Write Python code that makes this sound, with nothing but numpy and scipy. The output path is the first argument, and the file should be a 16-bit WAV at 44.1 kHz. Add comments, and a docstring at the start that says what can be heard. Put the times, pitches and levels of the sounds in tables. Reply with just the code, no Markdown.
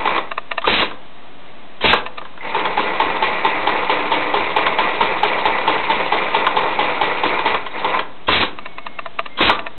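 """A heavy walking-foot sewing machine stitches webbing in a workshop, about 4.5 stitches a second.
Each turn stamps the foot (struck modes) and rattles the linkage (noise bursts); gears, hook and thread
are filtered grains. An air cylinder lifts and drops the foot with a hiss (shaped noise) and a clunk.
A small switch clicks in pairs close by, sliding faces squeak, and the motor idles (noise and tones).
A narrow-band microphone channel overloads on the hardest blows."""
import sys
import numpy as np
from scipy import signal
from scipy.fft import rfft, irfft, next_fast_len
from scipy.io import wavfile
from scipy.ndimage import map_coordinates

SR = 44100
rng = np.random.default_rng(int(sys.argv[2]) if len(sys.argv) > 2 else 0)


def to_wav(s):
    """Save 16-bit WAV."""
    ch = np.atleast_2d(s).T  # columns
    pcm = np.round(np.clip(ch, -1, 1) * 32767)  # PCM
    wavfile.write(sys.argv[1], SR, pcm.astype(np.int16))


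N = 431282

# Levels in all tables are relative; each source sets its own gain.
# linkage contacts in every turn: place_share_of_turn, thud_db, body_db, crack_db
LINKAGE_CONTACTS = [(.07, -21.5, -15, -25), (.105, -19.5, -20, -26.5), (.28, -22, -31, -30),
                    (.45, -28.5, -21, -28.5), (.71, -28, -21.5, -32.5)]
# stray knocks of the levers and needle bar, and ticks of the air valve just before the lifter moves (0.617 s,
# 9.389 s): start_s, level_db, crack_db
STRAY_KNOCKS = [(0.074, -5.5, -12), (0.162, -4.5, -15), (0.617, -20.5, 0), (0.911, -16, -10),
                (2.213, -17.5, -18), (2.25, -21.5, -9.5), (2.375, -22.5, -9), (2.594, -12.5, -2.5),
                (2.654, -6.5, -5.5), (4.664, -1.5, -6.5), (5.384, -5.5, -13.5), (5.583, -8.5, -7.5),
                (6.466, 1.5, -10), (7.39, -10, -9), (7.663, -12.5, -7.5), (7.94, -3.5, -17),
                (9.389, -8.5, -7)]
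# modes of the frame: pitch_hz, level_db, t60_s
FRAME_MODES = [(505.7, -7.5, 0.37), (650, -19, 0.5), (1070, 9, 0.081), (1170, -1.5, .47), (1220, -5, 0.42),
               (1600, -16.5, 0.34), (1760, -14.5, .33), (2340, -17.5, .3), (3480, -14, 0.32),
               (3790, -17, 0.27)]
# spectrum of the switch: pitch_hz, level_db
SWITCH_SPECTRUM = [(180, -47.5), (300, -22), (429, -14), (594, -8.5), (813, -9), (1050, -1), (1560, -10.5),
                   (1850, -8.5), (2070, -9), (2770, -5), (3190, -17), (3750, -10), (4000, -8.5),
                   (5200, -41), (8800, -120)]
# resonances of the switch case: pitch_hz, width_hz, height_db
SWITCH_CASE_PEAKS = [(669, 58, 13.5), (1002, 59, 6), (1202, 74, 8.5), (1790, 84, 9.5), (2670, 320, 4.5)]
# modes of the foot on the needle plate: pitch_hz, level_db, t60_s
FOOT_MODES = [(878.6, 1.5, 0.035), (1029, -12.5, 0.092), (414.7, -18, .13)]
# resonances of the head and table: pitch_hz, width_hz, height_db
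HEAD_PEAKS = [(298, 20, 8), (404, 30, 5.5), (506, 30, 7), (647.5, 26, 5), (920, 80, 2), (1046, 60, 3),
              (1160, 47, 1.5), (1976, 120, 5.5), (2420, 22, 1.5), (3350, 29, 6), (3300, 25, 1),
              (3700, 26, 1)]
# gear clatter spectrum: pitch_hz, density_db_per_hz
CLATTER_SPECTRUM = [(25, -22), (100, -17), (160, -8), (230, -10), (330, -5.5), (500, -1.5), (720, -2),
                    (900, 4.5), (1100, -1.5), (1350, -3), (1600, -10.5), (2500, -20.5), (4000, -23)]
# hook whirr spectrum: pitch_hz, density_db_per_hz
WHIRR_SPECTRUM = [(1000, -33), (1650, -4.5), (2000, 1), (2400, 5), (2700, -5), (3000, -15), (4000, -11.5)]
# thread rasp spectrum: pitch_hz, density_db_per_hz
RASP_SPECTRUM = [(1200, -23), (2300, -8.5), (2800, 3.5), (3150, -4), (3600, 0), (4200, -1)]
# low part of a blow: pitch_hz, density_db_per_hz
THUD_SPECTRUM = [(30, -15.5), (150, -15.5), (400, -1.5), (600, -2.5), (1000, -16), (3000, -52)]
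# middle part of a blow: pitch_hz, density_db_per_hz
BODY_SPECTRUM = [(300, -37), (700, -17), (1000, -0.5), (1250, -8.5), (1600, -12), (3000, -37)]
# bright part of a blow: pitch_hz, density_db_per_hz
CRACK_SPECTRUM = [(700, -23.5), (1600, -3), (2500, -2), (3300, 1.5), (4200, -3)]
# air jet spectrum: pitch_hz, density_db_per_hz
HISS_SPECTRUM = [(26, -37), (45, -2.5), (144, -8), (273, -3.5), (348, -5), (517, -4), (623, -7.5),
                 (960, -2), (1400, -6.5), (2650, -1), (3130, -4), (3640, -1.5), (4000, 0.5), (5200, -43.5),
                 (8800, -120)]
# idling motor's rush: pitch_hz, density_db_per_hz
IDLE_SPECTRUM = [(30, -4), (110, -6), (200, -0.5), (290, 0), (450, -2), (800, -1.5), (1150, -3.5),
                 (1400, -8), (2200, -7), (3000, -9), (4000, -9.5)]
# idling motor's tones: pitch_hz, level_db
HUM_TONES = [(193.8, -56), (269.2, -54), (689.1, -52.5), (1136, -57.5), (1174, -61), (2132, -68)]
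# reverberation of the workshop: pitch_hz, t60_s
WORKSHOP_DECAY = [(150, 0.56), (1000, 0.42), (4000, 0.18)]
# response of the microphone channel: pitch_hz, gain_db
MICROPHONE_RESPONSE = [(3750, 0), (3950, -4), (4100, -9.5), (4300, -20.5), (4500, -45), (4710, -88.5)]
# brief squeaks of the clutch and valve: start_s, pitch_hz, level_db
SQUEAK_NOTES = [(0.643, 1203, -16), (1.811, 3195, -27.5), (2.409, 2014, -27.5), (7.712, 3790, -36.5),
                (7.738, 2065, -36), (8.272, 3300, -27.5), (9.374, 3300, -26)]
# pedal runs: clutch_takes_s, first_stitch_s, brake_bites_s, drive_db, coasting_db_per_s
PEDAL_RUNS = [(0.0, 0.057, 0.179, -16, 224), (2.45, 2.549, 7.544, -18.7, 125),
              (7.761, 7.847, 7.991, -17.5, 330)]
# force of the stamp, following the thickness of the webbing: time_s, peak_db
STAMP_FORCE = [(0, -6.5), (2.55, -9), (3.4, -7), (4.3, -7.5), (5.45, -5), (5.9, -8), (6.8, -7),
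               (7.45, -8.5), (7.85, -6)]
# pulls on the thread in each turn: from_share_of_turn, to_share_of_turn, rasp_db
THREAD_PULLS = [(0, 0.281, 1), (.46, 0.559, -3.5), (0.711, .82, -2)]
# the air cylinder raises the foot: valve_cracks_s, opens_s, shuts_s, air_db
FOOT_RAISES = [(0.643, 0.674, 0.82, -15.5), (8.275, 8.285, 8.425, -15.5)]
# it lowers the foot, which rings the frame: valve_cracks_s, opens_s, lands_s, air_db, ring_db
FOOT_DROPS = [(1.809, 1.842, 1.931, -12.5, -27), (9.376, 9.406, 9.494, -13.5, -18)]
# pairs of switch clicks: pressed_s, released_s, press_db, release_db, treble_db_per_octave
SWITCH_PRESSES = [(0.316, 0.379, -6.5, -3, -5), (0.516, 0.58, -3.5, -1.5, 0.5),
                  (2.063, 2.181, -9, -10, 2.5), (8.587, 8.659, -12.5, -11.5, 0),
                  (8.783, 8.866, -11.5, -9.5, -0.5), (8.99, 9.06, -7.5, -9.5, -4),
                  (9.192, 9.261, -0.5, -12, 0), (9.592, 9.667, -8, -8.5, -2.5)]
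# thin sagging whines: start_s, length_s, pitch_hz, sag_hz_per_s, level_db
MOTOR_WHINES = [(8.52, .59, 2272, 265, -45.5), (9.29, .14, 2110, 39.8, -42)]

TURN_S = .2226  # one stitch at full speed
SPIN_UP_LAG_S, SPIN_UP_TURNS = .0135, 2.5  # time lost while gathering speed; turns it is spread over
# the noise comes in fast, a little low, then fills out
CLUTCH_DB_PER_S, SOFT_START_DB, SPIN_UP_S = 500.5, 5, 0.32
FIRST_STAMP_DB = -3.5  # in the first turn the foot and links move more slowly
LOAD_RISE = 0.053  # share of a turn in which the load builds before the stamp; it then ebbs
CLATTER_EBB_DB, WHIRR_EBB_DB = 4.5, 5.5  # fall of the load from one stamp to the next
# the feed stroke: place and width in shares of a turn, and the load it adds
FEED_PLACE, FEED_WIDTH, FEED_CLATTER_DB, FEED_WHIRR_DB = 0.46, .12, 1.5, 2
PULL_EDGE, SLACK_THREAD_DB = .08, -11  # fade of a pull (share of turn), rasp between pulls
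# blows that come with each raise, drop and stop: level_db, thud_db, crack_db
RAISE_KICK, RAISE_STOP = (0, -13, -16), (-7, -10, -18.5)
DROP_KICK, DROP_LANDING = (-9.5, -7, -14.5), (4.5, -17.5, -10)
VALVE_TICK, BRAKE = (-19.5, -14, -6), (-4.5, -15, -8)
KNOCK_THUD_DB = -22.5
# the air line empties; below this pitch the jet rumbles only while the valve is open
EMPTY_S, PUFF_HZ = .19, 170
TOP_HZ = 15800  # upper limit of the channel after clipping


def amp(db):
    """Logarithmic level: decibels become a pressure ratio."""
    return 10 ** (np.asarray(db) / 20)


def unit(x):
    """Effective value: scale a signal to rms 1."""
    return x / np.sqrt(np.mean(x ** 2) + 1e-20)


def along(points, hz):
    """Logarithmic pitch scale: interpolate (Hz, value) points along it."""
    f, v = np.transpose(points)
    return np.interp(np.log(hz + 1), np.log(f + 1), v)


def clock(size=N):
    """Sampled time: the seconds at each sample."""
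    return np.arange(size) / SR


def wobble(rate):
    """Slow random modulation: a smooth curve through rate random knots a second."""
    knots = rng.standard_normal(int(N * rate / SR) + 4)
    return map_coordinates(knots, [clock() * rate])


def add(track, s, sound):
    """Superposition: mix a sound into the track at s seconds."""
    start = int(np.clip(round(s * SR), 0, N))
    track[start:start + len(sound)] += sound[:N - start]


def colour(spectrum, peaks=(), size=8192):
    """Minimum phase: a causal impulse response of energy 1, with resonances on a broad spectrum."""
    hz = np.fft.rfftfreq(size, 1 / SR)
    resonances = sum(g / (1 + (2 * (hz - f) / w) ** 2) for f, w, g in peaks)
    db = along(spectrum, hz) + resonances
    db = np.maximum(db - np.maximum(hz - 4400, 0) / 30, -100)  # steep fall above 4.4 kHz
    # folding the cepstrum onto positive time makes the response causal
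    cepstrum = irfft(np.log(amp(db)))
    fold = np.r_[1, np.full(size // 2 - 1, 2), np.zeros(size // 2)]
    h = irfft(np.exp(rfft(cepstrum * fold)))
    return h / np.linalg.norm(h)


def through(x, h):
    """Linear filtering: convolve a signal with an impulse response."""
    return signal.oaconvolve(x, h)[:N]


def grains(rate, scatter_db):
    """Shot noise: tiny random impacts, on average rate a second, at rms 1."""
    present = rng.random(N) < rate / SR
    sign = rng.choice([-1, 1], N)
    return unit(present * sign * amp(scatter_db * rng.uniform(-1, 1, N)))


def blow(h, t60, attack, size=6000):
    """Impact noise: decaying chatter excites a response; the first 10 ms set its scale."""
    t = clock(size)
    chatter = rng.standard_normal(size) * amp(-60 * t / t60) * (1 - np.exp(-t / attack))
    x = signal.fftconvolve(chatter, h)[:size]
    return x / x[:SR // 100].std()


def blow_responses():
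    """Modal colouring: thud, body and crack bands, each heard through the head."""
    return [colour(band, HEAD_PEAKS) for band in (THUD_SPECTRUM, BODY_SPECTRUM, CRACK_SPECTRUM)]


def ring(modes, attack, scatter_db, detune, size=SR // 2):
    """Modal vibration: decaying sines, with strengths and pitches scattered anew for each blow."""
    t = clock(size)
    partials = np.zeros(size)
    for hz, db, t60 in modes:
        decay = amp(db + scatter_db * rng.normal() - 60 * t / t60)
        partials += decay * np.sin(2 * np.pi * hz * (1 + detune * rng.normal()) * t)
    return partials * (1 - np.exp(-t / attack))


def turns(first, brake):
    """Rotational inertia: stitch times settle to a steady beat as the shaft gathers speed."""
    k = np.arange(int((brake - first) / TURN_S) + 1)
    return first + k * TURN_S + SPIN_UP_LAG_S * (1 - np.exp(-k / SPIN_UP_TURNS))


def shaft():
    """Driven rotation: gain and place in the turn (0-1) as each run catches, fills out and coasts down."""
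    t, drive, share = clock(), np.zeros(N), np.zeros(N)
    for clutch, first, brake, db, coast in PEDAL_RUNS:
        catch_db = CLUTCH_DB_PER_S * np.minimum(t - clutch, 0)
        soft_db = SOFT_START_DB * np.exp(-np.maximum(t - clutch, 0) / SPIN_UP_S)
        drive += amp(db + catch_db - soft_db - coast * np.maximum(t - brake, 0))
        stamps = turns(first, brake)
        marks = np.r_[first - TURN_S, stamps, stamps[-1] + TURN_S]
        share += np.interp(t, marks, np.arange(len(marks)))
    return drive, share % 1


def thread_rasp_db(share):
    """Friction under tension: the rasp rises with each pull, and the strongest pull counts."""
    pulls = []
    for start, end, db in THREAD_PULLS:
        places = [start - PULL_EDGE, start, end, end + PULL_EDGE]
        levels = [SLACK_THREAD_DB, db, db, SLACK_THREAD_DB]
        pulls.append(np.interp(share, places, levels, period=1))
    return np.max(pulls, axis=0)


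def mechanism():
    """Load-modulated contact noise: gears and hook peak at stamp and feed; thread rasps when pulled."""
    drive, share = shaft()
    load = np.maximum(1 - share / (1 - LOAD_RISE), 1 - (1 - share) / LOAD_RISE) - .5
    feed = np.exp(-((share - FEED_PLACE) / FEED_WIDTH) ** 2)
    clatter_db = CLATTER_EBB_DB * load + FEED_CLATTER_DB * feed - 4.0
    whirr_db = WHIRR_EBB_DB * load + FEED_WHIRR_DB * feed - 8.0
    rasp_db = thread_rasp_db(share) - 11.0
    clatter_gain = amp(clatter_db + .9 * wobble(45))
    clatter = clatter_gain * through(grains(1200, scatter_db=2.5), colour(CLATTER_SPECTRUM, HEAD_PEAKS))
    whirr_gain = amp(whirr_db + .9 * wobble(35))
    whirr = whirr_gain * through(grains(2500, scatter_db=6.5), colour(WHIRR_SPECTRUM, HEAD_PEAKS))
    rasp_gain = amp(rasp_db + 1.8 * wobble(30))
    rasp = rasp_gain * through(grains(900, scatter_db=2.0), colour(RASP_SPECTRUM, HEAD_PEAKS))
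    return drive * (clatter + whirr + rasp)


def motor():
    """Broadband and tonal radiation: a soft rush, faint tones and a thin whine that sags in pitch."""
    t = clock()
    rush_gain = amp(-42.0 + 0.39 * wobble(17))
    rush = rush_gain * through(rng.standard_normal(N), colour(IDLE_SPECTRUM))
    hum = np.zeros(N)
    for hz, db in HUM_TONES:
        hum += amp(db - 1.5 + 2.5 * wobble(5)) * np.sin(2 * np.pi * hz * t + 2.5 * wobble(13))
    whine, flutter = np.zeros(N), .4 * wobble(60)  # flutter in radians
    for s, length, hz, sag, db in MOTOR_WHINES:
        age = clock(int(length * SR))
        phase = 2 * np.pi * np.cumsum(hz - sag * age) / SR + flutter[:len(age)]
        add(whine, s, amp(db) * signal.windows.tukey(len(age), .45) * np.sin(phase))
    return rush + hum + whine


def stitches():
    """Periodic impact: the foot stamps once a turn; links take up their play at set places in it."""
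    out = np.zeros(N)
    responses = blow_responses()
    _, body, crack = responses
    for _, first, brake, _, _ in PEDAL_RUNS:
        for k, s in enumerate(turns(first, brake)):
            slow_db = FIRST_STAMP_DB * (k == 0)
            db = np.interp(s, *np.transpose(STAMP_FORCE)) + slow_db
            stamp = ring(FOOT_MODES, attack=.0025, scatter_db=.8, detune=.028)
            add(out, s - .002, amp(db + 7.5) * stamp)
            add(out, s - .003, amp(db - 14.0 + rng.normal()) * blow(crack, t60=0.088, attack=0.0011))
            add(out, s, amp(db - 18.5) * blow(body, t60=.05, attack=0.00052))
            for share, *levels in LINKAGE_CONTACTS:
                contact = 0
                for level, h in zip(levels, responses):
                    gain = amp(level - 5.5 + 2 * rng.normal())
                    contact = contact + gain * blow(h, t60=0.031, attack=0.00061)
                when = s + share * TURN_S + .001 * rng.normal()
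                add(out, when, (when < brake) * amp(slow_db) * contact)  # silent once the brake bites
    return out


def knocks():
    """Arrested motion: lifter, brake and levers strike their stops; a landing foot rings the frame."""
    out = np.zeros(N)
    thud, body, crack = blow_responses()
    hits = [(brake, *BRAKE) for _, _, brake, _, _ in PEDAL_RUNS]
    lifter = ((FOOT_RAISES, RAISE_KICK, RAISE_STOP), (FOOT_DROPS, DROP_KICK, DROP_LANDING))
    for moves, kick, stop in lifter:
        for cracks, opens, ends, *_ in moves:
            hits += [(cracks, *VALVE_TICK), (opens, *kick), (ends, *stop)]
    hits += [(s, db, KNOCK_THUD_DB, crack_db) for s, db, crack_db in STRAY_KNOCKS]
    for s, db, thud_db, crack_db in hits:
        add(out, s, amp(db - 12.5) * blow(body, t60=.055, attack=.001))
        add(out, s, amp(db + thud_db - 6) * blow(thud, t60=0.098, attack=0.0018))
        add(out, s, amp(db + crack_db - 9.5) * blow(crack, t60=0.045, attack=0.00038))
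    for _, _, lands, _, ring_db in FOOT_DROPS:
        add(out, lands, amp(ring_db) * ring(FRAME_MODES, attack=0.0017, scatter_db=1.5, detune=.002))
    return out


def switch():
    """Snap action: the spring creaks over, snaps and chatters in its resonant plastic case."""
    out, t = np.zeros(N), clock(size=2000)
    lead = .008  # seconds of creak before the snap
    for pressed, released, press_db, release_db, treble_db in SWITCH_PRESSES:
        # the treble tilt spans one octave from 1400 Hz, then stays level
        tilted = [(hz, level + treble_db * np.clip(np.log2(hz / 1400), 0, 1))
                  for hz, level in SWITCH_SPECTRUM]
        case = colour(tilted, SWITCH_CASE_PEAKS)
        for s, db in ((pressed, press_db), (released, release_db)):
            chatter_db = np.where(t < lead, 2200 * (t - lead) - 3, -1450 * (t - lead))
            chatter = rng.standard_normal(len(t)) * amp(chatter_db)
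            snap = amp(20) * signal.unit_impulse(len(t), round(lead * SR))
            click = signal.fftconvolve(chatter + snap, case)
            add(out, s - lead + 0.00082, amp(db + 13.0) * click / np.linalg.norm(click))
    return out


def air():
    """Turbulent jet noise: the valve leaks, the piston thumps, air blows, then the line empties thinly."""
    t, flow, valve, piston = clock(), np.zeros(N), np.zeros(N), np.zeros(N)
    rise = .005  # seconds
    levels_db = [-50, -17.5, -10, 0, -1.5, -60]  # leak starts, leaks, leaks more, open, held, empty
    for cracks, opens, shuts, db, *_ in FOOT_RAISES + FOOT_DROPS:
        times = [cracks - rise, cracks, opens - rise, opens, shuts + rise, shuts + EMPTY_S]
        flow += amp(db + np.interp(t, times, levels_db, left=-120, right=-120))
        valve += np.interp(t, [cracks, opens, shuts - rise, shuts + rise], [0, 1, 1, 0])
        thump = blow(colour(THUD_SPECTRUM), t60=0.087, attack=0.0027)
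        add(piston, opens - rise / 2, amp(-17.5) * thump)
    # the grains are the rattle of the lifter in the jet
    jet = unit(rng.standard_normal(N) + .5 * grains(700, scatter_db=6))
    full = through(jet, colour(HISS_SPECTRUM))
    highpass = signal.butter(2, PUFF_HZ, "high", fs=SR, output="sos")
    thin = signal.sosfiltfilt(highpass, full)
    return piston + flow * amp(1.4 * wobble(90)) * (thin + valve * (full - thin))


def squeaks():
    """Stick-slip friction: sliding faces catch for a moment and sing one rough note."""
    out = np.zeros(N)
    t = clock(size=900)
    swell = signal.windows.tukey(len(t), .25) * amp(-250 * t)
    for s, hz, db in SQUEAK_NOTES:
        slip = np.cumsum(rng.standard_normal(len(t))) * .1  # random walk of the phase
        add(out, s - .002, amp(db + 2.5) * swell * np.sin(2 * np.pi * hz * t + slip))
    return out


def workshop(x):
    """Reverberation: a delayed noise tail answers the sound, its treble dying first."""
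    hz, t, z = signal.stft(rng.standard_normal(SR // 2), SR, nperseg=256)
    decay = amp(-60 * t / along(WORKSHOP_DECAY, hz)[:, None])
    tail = signal.istft(z * decay, SR, nperseg=256)[1]
    return through(x, np.r_[np.zeros(SR // 200), tail / np.linalg.norm(tail)])  # 5 ms delay


def scene():
    """Direct and reverberant field: the machine fills the room; the near switch is almost dry."""
    machine = mechanism() + stitches() + knocks() + air() + squeaks()
    clicks = switch()
    room = workshop(amp(-11) * machine + amp(-33.5) * clicks)
    return (machine + clicks + room + motor())[None]


def record(dry):
    """Saturation: a preamp rounds hard blows; a narrow voice-band channel, off zero, clips the peaks."""
    rounded = dry / (1 + np.abs(dry / .76) ** 6) ** (1 / 6)
    size = next_fast_len(N + SR // 2)
    hz = np.fft.rfftfreq(size, 1 / SR)
    narrow = irfft(rfft(rounded, size) * amp(along(MICROPHONE_RESPONSE, hz)), size)
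    clipped = np.clip(narrow, -.7, .76) - .0466  # uneven limits and a constant offset
    return irfft(rfft(clipped) * (hz < TOP_HZ), size)[:, :N]


dry = scene()
out = record(dry)
to_wav(out)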